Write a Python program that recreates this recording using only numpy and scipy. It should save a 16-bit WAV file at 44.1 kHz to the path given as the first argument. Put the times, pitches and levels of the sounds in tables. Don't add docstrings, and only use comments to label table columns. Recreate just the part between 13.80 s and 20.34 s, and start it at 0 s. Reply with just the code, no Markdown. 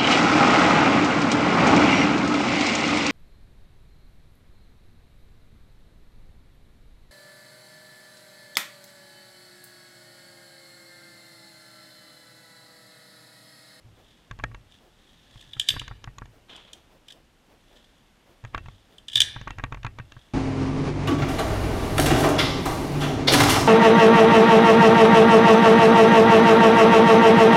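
import sys
import numpy as np
from scipy import signal
from scipy.fft import rfft, irfft, next_fast_len
from scipy.io import wavfile
from scipy.ndimage import uniform_filter1d

SR = 44100
rng = np.random.default_rng(int(sys.argv[2]) if len(sys.argv) > 2 else 0)


def log_audio(samples):
    frames = np.atleast_2d(samples).T
    limited = np.clip(frames, -1, 1)
    pcm = np.round(limited * 32767).astype(np.int16)
    wavfile.write(sys.argv[1], SR, pcm)


N = 288237
TIME = np.arange(N) / SR
AGE = TIME[:SR // 3]


def undb(db):
    return 10 ** (np.asarray(db) / 20)


def colour(x, points):
    size = 2 * next_fast_len(len(x))
    hz, db = np.transpose(points)
    log_hz = np.log(np.fft.rfftfreq(size, 1 / SR) + 1)
    cepstrum = irfft(np.log(undb(np.interp(log_hz, np.log(hz), db))))
    cepstrum[1:size // 2] *= 2
    cepstrum[size // 2 + 1:] = 0
    return irfft(rfft(x, size) * np.exp(rfft(cepstrum)))[:len(x)]


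def noise(points):
    x = colour(rng.standard_normal(N), points)
    return x / x.std()


def walk(rate_hz):
    hold = int(SR / rate_hz)
    steps = np.repeat(rng.standard_normal(N // hold + 1), hold)
    x = uniform_filter1d(steps, hold)[:N]
    return x / x.std()


def hit(x, db, span_s=.005):
    return x * undb(db) / np.sqrt(np.sum(x ** 2) / (SR * span_s))


def add(track, s, x):
    i = max(int(s * SR), 0)
    track[i:i + len(x)] += x[:max(N - i, 0)]


def mode(hz, t60):
    return np.sin(2 * np.pi * hz * AGE) * undb(-60 * AGE / t60)


def chatter(contact_s):
    u = AGE / max(contact_s, 1 / SR)
    return np.sign(rng.standard_normal(len(AGE))) * u * np.exp(-u * np.sqrt(u))


def gesture(s, db, rise_s, fall_s):
    t = TIME - s
    return undb(db) * np.exp(-np.abs(t) / np.where(t < 0, rise_s, fall_s))


def together(gains):
    return np.sqrt(sum(g ** 2 for g in gains))


# frequency in Hz, relative level in dB.
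AIR_SPECTRUM = [(15, -43), (25, 11), (93, 0), (246, 0), (322, -3.5), (399, -7), (567, -7), (804, -8.5),
                (1270, -12), (1450, -12), (2490, -14.5), (2920, -13), (3530, -17), (13900, -30.5),
                (15500, -45.5)]
RUSTLE_SPECTRUM = [(100, -22), (250, 7), (600, 8), (1100, -3), (2500, -10), (8000, -21.5)]
SWELL_TIMES = [0.2, 1.054, 2.553, 2.96, 3.14, 3.363, 3.72, 3.94, 4.503, 5.13]

def outdoors(air_db=-57.38, flicker_db=-.42, swell_db=-57.5, swell_width_s=.033):
    swells = sum(np.exp(-((TIME - s) / swell_width_s) ** 2 / 2) for s in SWELL_TIMES)
    air = noise(AIR_SPECTRUM) * undb(air_db + flicker_db * walk(2.7))
    return air + undb(swell_db) * swells * noise(RUSTLE_SPECTRUM)


# peak in seconds, relative level in dB.
BENCH_THUMPS = [(0.05, -39.5), (0.19, -51.5), (1.52, -48.5), (1.68, -43.5), (1.915, -30.5), (5.21, -49),
                (5.364, -28.5), (5.431, -33)]
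# frequency in Hz, relative level in dB.
RUMBLE_SPECTRUM = [(20, -14.5), (45, -6.5), (70, -8.5), (90, -3.5), (115, -0.5), (160, -20), (300, -26.5),
                   (700, -36.5), (3000, -86)]
SHAKE_SLOPE = .65

def bench_rumble(thump_db=-7, shake_db=-21.5, rise_s=.0092, fall_s=.07):
    pushes = [(s, db + thump_db) for s, db in BENCH_THUMPS]
    pushes += [(s, SHAKE_SLOPE * knock + shake_db) for s, knock, _, _ in CAMERA_KNOCKS]
    return noise(RUMBLE_SPECTRUM) * together(gesture(s, db, rise_s, fall_s) for s, db in pushes)


# peak in seconds, relative level in dB, fade in seconds.
SLEEVE_BRUSHES = [(0.3, -59, .13), (0.94, -57.5, 0.058), (1.3, -60.5, 0.17), (1.6, -53, 0.15),
                  (3.306, -45, 0.015), (4.0, -59, 0.16), (4.95, -63, 0.39), (6.42, -61, .14)]
# frequency in Hz, relative level in dB.
CLOTH_SPECTRUM = [(900, -20), (1450, -17.5), (1750, 0.5), (2300, -13.5), (2900, -2), (3450, 6),
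                  (4300, -8.5), (5400, -10.5), (8000, -16), (14000, -31)]
SKIN_SPECTRUM = [(100, -6), (350, -2), (1000, -3.5), (2300, -6.5), (3400, 4), (4500, -14), (7000, -22),
                 (14000, -42)]

def hand(rough_db=3, brush_db=-1):
    brush = together(gesture(s, db + brush_db, fade, fade) for s, db, fade in SLEEVE_BRUSHES)
    scrape = gesture(s=2.696, db=-45, rise_s=.005, fall_s=.14)
    friction = noise(SKIN_SPECTRUM) * scrape + noise(CLOTH_SPECTRUM) * brush
    return friction * undb(rough_db * walk(250))


def jiggle(tip_s, lead_s=.005, trail_s=.018, grain_db=8):
    t = AGE - tip_s
    knots = AGE[::100]
    grains = rng.standard_normal(len(AGE))
    grains *= undb(grain_db * np.interp(AGE, knots, rng.standard_normal(len(knots))))
    return grains * np.exp(-np.abs(t) / np.where(t < 0, lead_s, trail_s))


# start in seconds, then knock, tick and thump in relative dB.
CAMERA_KNOCKS = [(0.511, -34.5, -43.5, -27.5), (0.589, -45, -50.5, -35), (0.597, -37.5, -60, -41),
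                 (0.638, -22, -35, -21.5), (0.714, -48.5, -76, -45), (0.746, -40, -50, -42),
                 (1.558, -55, -78.5, -36), (1.767, -45.5, -66, -35), (1.939, -37.5, -57, -48),
                 (1.964, -31, -64, -26), (2.016, -37, -47, -33), (2.0792, -37.5, -39.5, -55),
                 (2.1116, -37.5, -79, -32.5), (2.241, -40.5, -39, -54), (2.2748, -37.5, -69, -28.5),
                 (2.3831, -39, -41, -57), (2.4184, -37, -77.5, -28), (2.456, -49.5, -54, -47),
                 (4.639, -47, -56, -31.5), (4.6486, -37, -47.5, -40), (4.746, -23, -38.5, -32),
                 (4.778, -29.5, -42.5, -26), (4.859, -44.5, -58, -33), (4.884, -42, -52.5, -30.5),
                 (5.5623, -32.5, -75, -24.5), (5.613, -39, -47, -27), (5.673, -29.5, -66, -55),
                 (5.677, -31, -47, -33), (5.7053, -31, -39.5, -33.5), (5.784, -34, -44.5, -34),
                 (5.796, -33, -57, -38), (5.838, -24.5, -36, -23.5), (5.923, -29, -45.5, -28),
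                 (5.9447, -35.5, -45, -28), (5.971, -44, -65, -37), (6.0308, -41.5, -44.5, -54),
                 (6.047, -27.5, -41, -22), (6.0651, -28.5, -41, -40), (6.1863, -33.5, -44.5, -57),
                 (6.198, -35.5, -56, -23), (6.32, -44, -45.5, -55), (6.366, -46, -80, -34)]
# frequency in Hz, relative level in dB, 60 dB decay in seconds.
BASE_MODES = [(495, -25, .12), (974, -6, .033), (1125, -1, .04), (1350, -2, .02), (1620, 0, .03),
              (1852, -12, .09), (2100, -9, .012), (2417, -11, .022), (2665, -14, .11)]
# frequency in Hz, relative level in dB.
RATTLE_SPECTRUM = [(100, -10), (280, -3.5), (430, -19.5), (700, -7), (1150, -2), (1700, -2), (2500, -6),
                   (3500, -18.5), (6000, -44.5)]
TICK_SPECTRUM = [(1000, -29), (2500, -0.5), (3600, 4.5), (4900, -10.5), (6700, -2.5), (8000, -22.5),
                 (14000, -30.5)]

def camera_knocks(tip_s=.04, scatter_db=3, detune=.0084, soft_hard_db=(-30, -14), edge_hz=(1850, 3400)):
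    out = np.zeros(N)
    for s, knock_db, tick_db, thump_db in CAMERA_KNOCKS:
        chance = rng.standard_normal((len(BASE_MODES), 2))
        body = sum(undb(db + scatter_db * louder) * mode(hz * (1 + detune * sharper), t60)
                   for (hz, db, t60), (louder, sharper) in zip(BASE_MODES, chance))
        hardness_db = tick_db - knock_db
        lowpass = signal.butter(4, np.interp(hardness_db, soft_hard_db, edge_hz), fs=SR, output="sos")
        knock = signal.fftconvolve(chatter(.00057), body)[:len(AGE)]
        rattle = colour(chatter(.0034), RATTLE_SPECTRUM)
        add(out, s, hit(signal.sosfilt(lowpass, knock), knock_db - 2))
        add(out, s, hit(signal.sosfilt(lowpass, rattle), knock_db - 3))
        add(out, s - tip_s, hit(colour(jiggle(tip_s), RATTLE_SPECTRUM), knock_db - 14))
        add(out, s, hit(colour(chatter(.0019), TICK_SPECTRUM), tick_db - 1))
        thump = hit(mode(hz=116, t60=.09), thump_db - 2)
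        sway = hit(mode(hz=45.5, t60=.26), SHAKE_SLOPE * knock_db - 12)
        direction = np.copysign(1, hardness_db - np.mean(soft_hard_db))
        add(out, s, direction * (thump + sway))
    return out


# frequency in Hz, width in Hz, relative level in dB.
RING_PEAKS = [(2500, 250, -19), (2850, 150, -9), (3140, 150, -1), (3340, 150, -1), (3520, 150, 0),
              (3940, 130, -15), (4680, 200, -26), (5270, 250, -27)]

def steel_ring(force):
    ring = sum((-1) ** k * undb(db) * signal.lfilter(*signal.iirpeak(hz, hz / width, fs=SR), force)
               for k, (hz, width, db) in enumerate(RING_PEAKS))
    return signal.sosfilt(signal.butter(2, 2100, "high", fs=SR, output="sos"), ring)


# start in seconds, ring and crack in relative dB, contact time in seconds.
BOLT_CLACKS = [(0.921, -54.5, -65, 0.0013), (1.61, -47.5, -55.5, 0.0025), (1.7328, -35.5, -60.5, 0.0015),
               (1.796, -19, -28.5, 0.0023), (1.81, -30.5, -55.5, 0.0053), (1.8864, -14.5, -22.5, 0.0025),
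               (1.9024, -22, -41, 0.0025), (1.995, -30.5, -42, 0.0016), (2.762, -48, -51, 0.0018),
               (2.931, -41.5, -44, 0.0023), (3.283, -44, -55, 0.0016), (3.322, -48.5, -51, 0.0018),
               (5.182, -45.5, -56, 0.0011), (5.282, -33, -43.5, 0.003), (5.298, -40, -56.5, 0.0011),
               (5.3554, -12.5, -27, 0.0022), (5.3682, -23.5, -33, .003), (5.376, -18.5, -38.5, .003),
               (5.403, -10.5, -18, 0.0019), (5.4165, -13, -22, 0.0015), (5.4318, -31.5, -47.5, 0.0021)]
# frequency in Hz, relative level in dB.
CRACK_SPECTRUM = [(1000, -19.5), (3000, -17.5), (4500, 1.5), (5300, -0.5), (6500, 0.5), (8000, -1),
                  (10000, -9), (13000, -19), (15500, -36)]
STOCK_SPECTRUM = [(400, -27), (1100, -17.5), (1450, -16.5), (1720, 7.5), (2000, -12), (2500, -8.5),
                  (3500, -40)]

def bolt_clacks(ring_db=3, crack_db=1.56, stock_db=-17, rebound_s=.0042, rebound_db=-10):
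    out = np.zeros(N)
    for s, ring, crack, contact_s in BOLT_CLACKS:
        for at, db in ((s, 0), (s + rebound_s, rebound_db)):
            add(out, at, hit(steel_ring(chatter(.76 * contact_s)), ring + ring_db + db))
            add(out, at, hit(colour(chatter(contact_s), CRACK_SPECTRUM), crack + crack_db + db))
        add(out, s, hit(colour(chatter(contact_s), STOCK_SPECTRUM), ring + stock_db))
    return out


def near_echoes(x, db=-14, t60=.11, delay_s=.0058):
    scatter = rng.standard_normal(len(AGE)) ** 3 * undb(-60 * AGE / t60) * (AGE > delay_s)
    return undb(db) * signal.fftconvolve(x, scatter / np.linalg.norm(scatter))[:N]


# band centre in Hz, level in dB, 60 dB decay in seconds.
SHELTER_BANDS = [(400, 1.5, 1), (1000, -6.5, 1), (1910, -3.5, 0.61), (2534, -13, .7), (3320, -20, 0.5),
                 (4150, -11, 0.56), (7100, -13.5, 0.24), (10000, -11.5, 0.32), (15000, -21.5, 0.24)]

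def shelter_echo(x, build_s=.0027):
    hz, db, t60 = np.transpose(SHELTER_BANDS)
    log_hz = np.log(np.fft.rfftfreq(SR, 1 / SR) + 1)
    white, t = rfft(rng.standard_normal(SR)), TIME[:SR]
    tail = 0
    for weights, band_db, band_t60 in zip(np.eye(len(hz)), db, t60):
        band = irfft(white * np.interp(log_hz, np.log(hz), weights))
        fade = undb(-60 * t / band_t60) * (1 - np.exp(-(t / build_s) ** 2))
        tail = tail + undb(band_db) * band * fade / np.linalg.norm(fade)
    return signal.fftconvolve(x, tail)[:N]


# stop in seconds, relative level in dB, rise in seconds.
BOLT_SLIDES = [(1.8, -48, 0.054), (1.886, -30.5, 0.0066), (1.925, -38.5, .02), (5.354, -27, .016),
               (5.382, -25.5, 0.01), (5.425, -34.5, .015)]

def bolt_slides(slide_db=-2, grit_db=4, hiss_db=-15, stock_db=-18, fall_s=.01):
    ring = steel_ring(rng.standard_normal(N))
    grit = ring / ring.std() + undb(hiss_db) * noise(CRACK_SPECTRUM)
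    grit += undb(stock_db) * noise(STOCK_SPECTRUM)
    speed = together(gesture(s, db, rise_s, fall_s) for s, db, rise_s in BOLT_SLIDES)
    return grit * speed * undb(slide_db + grit_db * walk(300))


# frequency in Hz, level in dB, 60 dB decay in seconds.
CASE_MODES = [(8753, -44, .21), (11590, -48, .18), (11635, -43, .23), (13510, -45, .14), (13570, -44, .14)]

def case_ping(start_s=1.889):
    out = np.zeros(N)
    add(out, start_s, sum(undb(db) * mode(hz, t60) for hz, db, t60 in CASE_MODES))
    return out


def scene():
    action = bolt_clacks() + bolt_slides() + case_ping()
    echoes = near_echoes(action) + shelter_echo(action)
    return (action + echoes + camera_knocks() + bench_rumble() + hand() + outdoors())[None]


def record(dry):
    rounded = 1.347 * np.tanh(dry / 1.669)
    return signal.sosfiltfilt(signal.ellip(8, .1, 60, 15700, fs=SR, output="sos"), rounded)


dry = scene()
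out = record(dry)
log_audio(out)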